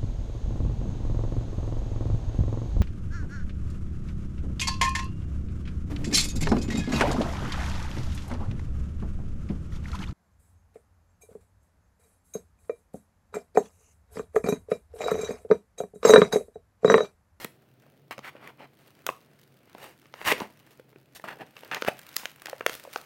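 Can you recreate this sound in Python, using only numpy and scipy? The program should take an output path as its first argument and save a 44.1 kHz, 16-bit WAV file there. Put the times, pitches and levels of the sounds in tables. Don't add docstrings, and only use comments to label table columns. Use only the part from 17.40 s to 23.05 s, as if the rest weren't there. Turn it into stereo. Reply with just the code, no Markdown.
import sys
import numpy as np
from scipy import signal
from scipy.fft import rfft, irfft, next_fast_len
from scipy.io import wavfile
from scipy.ndimage import map_coordinates

SR = 44100
rng = np.random.default_rng(int(sys.argv[2]) if len(sys.argv) > 2 else 0)


def unload_wav(signal):
    wavfile.write(
        sys.argv[1],
        SR,
        np.round(np.clip(np.atleast_2d(signal).T, -1, 1) * 32767).astype(np.int16),
    )


N = 249165
TIME = np.arange(N) / SR

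# start_s, length_s, bite_s, rasp_db, sag_db, body_db, hiss_db, panel_hz
BLADE_STROKES = [(0.0, 0.054, 0.001, -43.5, 5, -2.5, 0.5, 1920),
                 (0.708, 0.026, 0.0029, -33, 8, -10.5, -11.5, 1260),
                 (0.82, 0.073, 0.03, -41, -0.5, -12.5, -13, 1840),
                 (0.995, .11, 0.047, -46.5, 3.5, -1, -15, 990),
                 (1.173, 0.083, 0.03, -48, 2.5, -0.5, -19, 850),
                 (2.349, 0.19, 0.096, -47.5, 16, 1.5, -2.5, 2450),
                 (2.725, .105, 0.11, -43.5, -6.5, -5, -7.5, 1540),
                 (2.84, 0.085, 0.04, -20, 4, -11, -6.5, 2270),
                 (2.997, 0.066, 0.0051, -37.5, 11.5, 2.5, -11.5, 1040),
                 (3.748, .028, .003, -51, 2.5, -6.5, 7, 1520),
                 (3.84, 0.027, 0.0016, -39, 8.5, 1.5, -13, 1380),
                 (3.864, 0.076, 0.023, -36, 10, -4, -15, 1500),
                 (3.98, 0.054, 0.038, -42.5, 6, 5.5, -19.5, 1750),
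                 (4.313, 0.066, 0.0014, -31, 5, -6.5, -18, 1420),
                 (4.457, 0.031, 0.027, -23.5, 0.5, -16.5, -13, 1430)]
BITE_POWER, STROKE_T60_S = 1.17, 0.04

# start_s, level_db, thump_db, knock_db, edge_db, fizz_db, ring_hz
BUCKLES = [(0.046, -5, 4, -22, -2, 1.5, 2400), (0.0484, -3, 24, 6.5, -18, -31, 1840),
           (0.4646, -35, 14, 18, -13, -9, 575), (0.71, -3, -1, 7.5, -12, -20, 1340),
           (0.7807, -5, 10, 3.5, -11, -20, 543), (0.7914, -9.5, 13, 8, -7.5, -18, 584),
           (0.952, -32.5, 25, 27, -21, -23, 587), (1.075, -9, 0, 2.5, -14.5, -12.5, 2050),
           (1.6662, 6.5, -9, 0, -4, -5, 1470), (1.6737, -6.5, -13.5, 11, -16, -14, 1250),
           (1.69, 7, 4, 6, -25, -23, 1070), (1.6999, -1.5, 8, 8, -8.5, -15.5, 417),
           (2.3496, -14, 16, 15, -7.5, -24, 540), (2.3828, -15, -7, 2, -15, -9, 1280),
           (2.442, -15, -9, 9, -11, -3, 1300), (2.6569, -20, 9, 6, -10.5, -30, 394),
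           (2.74, -5, -30, 2.5, -10.5, -31, 970), (2.8151, -2.5, -3.5, 3.5, -15.5, -41, 905),
           (2.9165, 13, -2.5, -1.5, -13, -24.5, 2090), (2.9218, 20.5, 2, -3.5, -17, -28, 430),
           (2.9346, -2.5, 8, 10.5, -15.5, -19.5, 493), (3.0028, -5.5, -8, 2, -0.5, -15.5, 2260),
           (3.0062, -8, 9, 20.5, -27, -33.5, 980), (3.0183, -9.5, 27.5, 16.5, -16.5, -11, 905),
           (3.3968, -20.5, 14.5, 11, -14, -16, 506), (3.5295, -22, 13, 9, -21, -25, 434),
           (3.56, -19, 16.5, 4, -23, -29, 385), (3.7976, -17, 8, 9, -15, -13.5, 1720),
           (3.8406, -9.5, 13, 7, -19, -21.5, 1340), (4.1674, -13.5, -23, 6, -6, -27, 2760),
           (4.2338, -10.5, -1, 6, -15, -37, 920), (4.314, 1, -25, -7, -10, -38, 1350),
           (4.3462, 9.5, -17, -6.5, -5.5, -19, 1400), (4.4222, 5, 2, 7, -4.5, -20.5, 1420),
           (4.4486, 4.5, -2, 0, -14.5, -19.5, 820), (4.478, 5, 5, 5.5, -11, -28, 1510),
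           (4.484, 12, 13, 7.5, -23, -18, 590), (4.5921, -9, -12, -3, -4.5, -4.5, 1510),
           (4.7655, 5, -7.5, -5.5, 4.5, 1.5, 1360), (4.7661, -4, -11, -10, 5, 3.5, 1910),
           (4.834, -9, 8, 6, -18, -22, 1140), (4.856, 8.5, -16, -7.5, -10.5, -21.5, 1390),
           (4.9607, -20.5, -7, -7, -7.5, -4, 1340), (5.0199, -12, -1, 5, -4.5, -2.5, 1180),
           (5.058, -0.5, -17, -2, -1.5, -12.5, 1950), (5.0693, 0, -16, -9, -10, -20, 1420),
           (5.084, -10, 12, 12.5, -18, -39, 850), (5.0975, -9, -16, -4, 0, -2.5, 1760),
           (5.1307, -3, -11, 10.5, -25, -24, 543), (5.2087, 6, -8, 7, -23, -31, 1580),
           (5.264, 12.5, -6, 8, -3, -8.5, 1890), (5.2958, 3, -9, 3, -7.5, -12.5, 1860),
           (5.3516, -14.5, -12, 10, 5, 5, 2410), (5.4385, -21.5, -9, 9, 4.5, 2, 547),
           (5.4514, -20.5, -7, 20, -20, -15, 547), (5.4747, -22.5, -3, 20, -13, -8.5, 544),
           (5.56, 1.5, -8, 13.5, -6, -33.5, 1460)]

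# pitch_hz, level_db (per Hz)
BODY_COLOUR = [(50, -49), (110, -15.5), (220, -7.5), (450, -1), (650, -3.5), (900, -10.5), (1600, -40)]
RASP_COLOUR = [(350, -43), (600, 1), (850, 1.5), (1500, 5.5), (2300, 2.5), (2850, 2), (3400, -6.5),
               (5300, -15.5), (6800, -33), (12000, -51)]
HISS_COLOUR = [(2500, 1), (3900, 5), (4800, 3), (6600, 1.5), (7800, -0.5), (8800, 3.5), (9900, -2.5),
               (11500, 1.5), (15500, -0.5)]
# pitch_hz, level_db (per Hz)
CREASE_COLOUR = [(400, -26.5), (1200, 0), (2800, 1.5), (4500, 0), (8000, -7), (15000, -1)]

# time_s, rustle_db
HAND_GRIP = [(0.1, -73.5), (0.3, -74.5), (0.66, -77.5), (1.32, -73), (1.5, -64.5), (1.9, -70), (2.2, -71.5),
             (2.62, -67), (3.1, -65.5), (3.37, -65.5), (3.45, -72.5), (3.66, -72.5), (4.15, -63.5),
             (4.6, -56), (4.95, -59.5), (5.2, -59), (5.64, -57.5)]
# peak_s, rustle_db, t60_s, body_db, hiss_db
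FINGER_SHIFTS = [(0.43, -64, 0.52, 4.5, -8.5), (0.97, -57, 0.61, 3, -17.5), (1.422, -62.5, 0.35, 0, 1.5),
                 (2.0, -72.5, 0.57, -8, 3.5), (2.3, -59.5, 0.93, -19, -7.5), (2.985, -41.5, 0.21, 1.5, -11),
                 (3.32, -67.5, 0.28, -12, 5.5), (3.96, -59.5, 0.37, 9, -15), (4.18, -53, .5, -5, -3.5),
                 (4.26, -53.5, 0.59, 0, -14), (4.4, -49, 0.43, -6, -3.5), (4.691, -49.5, 0.17, -17, -2),
                 (4.798, -42.5, 0.33, -17, 1), (5.089, -46, 0.17, -5, -12), (5.32, -47.5, .6, -9, 3),
                 (5.539, -49.5, 0.55, -15, 3)]
SHIFT_RISE_DB_PER_S = 328
GRIP_HISS_DB = -3
LIGHT_GRIP_DB, HOLLOW_DB = -68, -65
HOLLOW_FOLLOW = 0.2

# pitch_hz, level_db (per Hz)
AIR_COLOUR = [(15, -31.5), (25, -19.5), (45, -23.5), (75, -8), (110, 0.5), (145, -5), (260, -1.5),
              (420, -7), (800, -30), (1300, -18.5), (2100, -23.5), (4000, -26), (7300, -35.5),
              (9800, -33.5), (14000, -28.5), (16000, -28)]
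# pitch_hz, t60_s
ECHO_T60 = [(120, 0.44), (500, 0.24), (2000, 0.23), (6000, 0.25), (15000, 0.29)]
# pitch_hz, gain_db
ECHO_COLOUR = [(100, 0), (400, -2.5), (900, 2), (1600, -1.5), (3000, 2.5), (5000, 3), (9000, 1.5),
               (14000, -0.5)]
# pitch_hz, difference_db
RIGHT_LOUDER_BY = [(100, 0), (300, 1.5), (600, 0.5), (1200, 2.5), (3000, 5.5), (8000, 1.5), (14000, 3.5)]
# pitch_hz, likeness (no unit)
PORT_LIKENESS = [(60, 0.64), (150, 0.96), (600, 0.81), (1500, 0.53), (3500, 0.29), (7000, 0.063),
                 (15000, 0.04)]
TOP_HZ = 15950


def amp(db):
    return 10 ** (np.asarray(db) / 20)


def unit(x):
    return x / np.sqrt(np.mean(x ** 2) + 1e-20)


def along(points, hz):
    f, v = np.transpose(points)
    return np.interp(np.log(hz + 1), np.log(f + 1), v)


def wobble(rate):
    return map_coordinates(rng.standard_normal(int(N * rate / SR) + 4), [TIME * rate])


def filtered(x, response):
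    size = next_fast_len(N + SR // 2)
    hz = np.fft.rfftfreq(size, 1 / SR)
    return irfft(rfft(x, size) * response(hz), size)[..., :N]


def causal(gain):
    cepstrum = irfft(np.log(np.maximum(gain, 1e-6)))
    half = len(cepstrum) // 2
    cepstrum[1:half] *= 2
    cepstrum[half + 1:] = 0
    return irfft(np.exp(rfft(cepstrum)))


def ports(pair, spectrum):
    def response(hz):
        turn = np.arccos(np.clip(along(PORT_LIKENESS, hz), -1, 1)) / 2
        return amp(along(spectrum, hz)) * [np.cos(turn), np.sin(turn)]

    mid, side = filtered(pair, response)
    return np.array([mid + side, mid - side])


def rush(spectrum, drive=1):
    return unit(ports(drive * rng.standard_normal((2, N)), spectrum))


def fibres(rate, spread_db, life, smooth):
    sizes = amp(spread_db * np.minimum(rng.standard_exponential(N), 3.5))
    breaks = (rng.random(N) < rate / SR) * sizes ** 2
    power = signal.lfilter([1], [1, -np.exp(-2 / (life * SR))], breaks)
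    share = np.clip(smooth, 0, 1)
    return np.sqrt(share + (1 - share) * power / power.mean())


def paper(gains, drive, body_db, rasp_db, hiss_db):
    level, body, hiss = gains
    hollow = body * amp(body_db) * rush(BODY_COLOUR, drive)
    sheet = level * amp(rasp_db) * rush(RASP_COLOUR, drive)
    fine = hiss * amp(hiss_db) * rush(HISS_COLOUR, drive)
    return hollow + sheet + fine


def cutting():
    power = np.zeros((3, N))
    for start, length, bite, db, sag_db, body_db, hiss_db, _ in BLADE_STROKES:
        t = TIME - start
        attack = np.clip(t / bite, 0, 1) ** BITE_POWER
        sag = sag_db * np.clip((t - bite) / max(length - bite, 1 / SR), 0, 1)
        release = 60 * np.maximum(t - length, 0) / STROKE_T60_S
        stroke = attack * amp(db - sag - release)
        power += np.outer(amp([0, body_db, hiss_db]), stroke) ** 2
    return np.sqrt(power)


def panel(x, peak_db, width):
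    hz, t, z = signal.stft(x, SR, nperseg=256)
    start, length, *_, panel_hz = np.transpose(BLADE_STROKES)
    centre = np.interp(t, start + length / 2, panel_hz)
    bump = 1 / (1 + ((hz[:, None] - centre) / (width * centre)) ** 2)
    return signal.istft(z * amp(peak_db * bump), SR, nperseg=256)[1][:, :N]


def off_chest(x, strength, delay, drift):
    late = delay * np.exp(drift * wobble(2.7))
    index = np.clip(np.arange(N) - late * SR, 0, N - 1)
    copy = np.array([map_coordinates(ear, [index], order=3) for ear in x])
    return (x + strength * copy) / np.hypot(1, strength)


def blade():
    breaks = fibres(rate=3200, spread_db=3.5, life=0.00033, smooth=0.38)
    drive = breaks * amp(1.3 * wobble(140))
    cut = paper(cutting(), drive, body_db=-1.96, rasp_db=-2.5, hiss_db=0.0)
    ringing = panel(cut, peak_db=3.5, width=0.2)
    return off_chest(ringing, strength=0.29, delay=0.001058, drift=0.1645)


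def handling():
    grip = np.interp(TIME, *np.transpose(HAND_GRIP))
    hollow = HOLLOW_DB + HOLLOW_FOLLOW * (grip - LIGHT_GRIP_DB)
    power = amp([grip, hollow, grip + GRIP_HISS_DB]) ** 2
    for peak, db, t60, body_db, hiss_db in FINGER_SHIFTS:
        t = TIME - peak
        swell = amp(db + np.minimum(SHIFT_RISE_DB_PER_S * t, -60 * t / t60))
        power += np.outer(amp([0, body_db, hiss_db]), swell) ** 2
    return np.sqrt(power)


def rustle():
    drive = fibres(rate=110, spread_db=2.5, life=0.0019, smooth=0.67) * amp(1.3 * wobble(30))
    return paper(handling(), drive, body_db=-2.5, rasp_db=-1.0, hiss_db=-1.0)


def creases(rate, spread_db, tick_db, follow):
    _, _, hiss = handling()
    size = amp(spread_db * np.minimum(rng.standard_exponential(N), 2.5))
    flips = (rng.random(N) < rate / SR) * size ** 2
    power = signal.lfilter([1], [1, -np.exp(-1 / (0.00079 * SR))], flips)
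    return amp(tick_db) * hiss ** follow * rush(CREASE_COLOUR, np.sqrt(power))


def room_tone(air_db, hum_db, hum_hz):
    hum_colour = [(hum_hz * 0.98, -40), (hum_hz * 0.893, -8), (hum_hz, 0),
                  (hum_hz * 1.15, -8), (hum_hz * 2.1, -40), (1000, -100)]
    hum = rush(hum_colour)
    return amp(air_db) * rush(AIR_COLOUR) + amp(hum_db) * hum


def walls(x, gap):
    echo = np.zeros((2, N))
    for part in np.array_split(np.arange(N), 16):
        hz, t, z = signal.stft(rng.standard_normal((2, SR // 3)), SR, nperseg=256)
        fade = amp(-60 * t / along(ECHO_T60, hz)[:, None])
        tail = signal.istft(z * fade, SR, nperseg=256)[1]
        tail = np.pad(tail / np.linalg.norm(tail[0]), ((0, 0), (round(gap * SR), 0)))
        answer = signal.fftconvolve(x[1:, part], tail, axes=1)[:, :N - part[0]]
        echo[:, part[0]:part[0] + answer.shape[1]] += answer
    return ports(echo, ECHO_COLOUR)


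def snap(thump, knock, edge, fizz, ring_hz, ring_db, ring_width, hollow_hz, hollow_db):
    hz = np.fft.rfftfreq(2048, 1 / SR)
    colour = [(30, thump - 28), (100, thump - 10), (220, thump - 1),
              (480, knock - 1), (1100, knock - 3), (1700, 0.72), (2700, 0.21),
              (4000, edge + 1), (6500, edge - 1), (8500, fizz - 1), (15000, fizz)]

    def bump(centre, width):
        return 1 / (1 + ((hz - centre) / (width * centre)) ** 2)

    ring = ring_db * bump(ring_hz, ring_width)
    hollow = hollow_db * bump(hollow_hz, 0.17)
    return causal(amp(along(colour, hz) + ring + hollow))


def snaps(size_db, flutter, flutter_t60, spread_t60, width):
    out = np.zeros((2, N + SR))
    t = np.arange(SR // 40) / SR
    lead = SR // 1000
    fade = amp(-60 * t / flutter_t60) * (1 - np.exp(-t / 0.00095))
    fade /= np.linalg.norm(fade)
    likeness = along(PORT_LIKENESS, np.fft.rfftfreq(len(t), 1 / SR))
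    turn = width * np.arccos(np.clip(likeness, -1, 1))
    for s, db, *colour in BUCKLES:
        jolt, shiver = rng.standard_normal((2, 2, len(t)))
        burst = rfft(jolt * amp(-60 * t / spread_t60))
        near, other = burst / np.abs(burst) + rfft(flutter * fade * shiver)
        left = np.cos(turn) * near + np.sin(turn) * other
        both = irfft(np.array([left, near]), len(t))
        push = np.roll(both, lead, axis=1)[:, :len(t) // 2]
        pulse = snap(*colour, ring_db=10.0, ring_width=0.14, hollow_hz=490, hollow_db=3.5)
        sound = signal.fftconvolve(push, pulse[None], axes=1) / np.hypot(1, flutter)
        start = round(s * SR) - lead
        out[:, start:start + sound.shape[1]] += amp(db + size_db) * sound
    return out[:, :N]


def scene():
    buckles = snaps(size_db=-3.75, flutter=0.83, flutter_t60=0.01, spread_t60=0.0012, width=0.8)
    crinkle = creases(rate=26, spread_db=1.5, tick_db=-6.5, follow=0.87)
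    direct = blade() + rustle() + crinkle + buckles
    halves = np.array([[-0.5], [0.5]])
    placed = filtered(direct, lambda hz: amp(along(RIGHT_LOUDER_BY, hz) * halves))
    echo = amp(-14.0) * walls(direct, gap=0.0105)
    return placed + echo + room_tone(air_db=-64.5, hum_db=-66.0, hum_hz=129.2)


def record(dry):
    return filtered(np.clip(dry, -1, 1), lambda hz: hz < TOP_HZ)


dry = scene()
out = record(dry)
unload_wav(out)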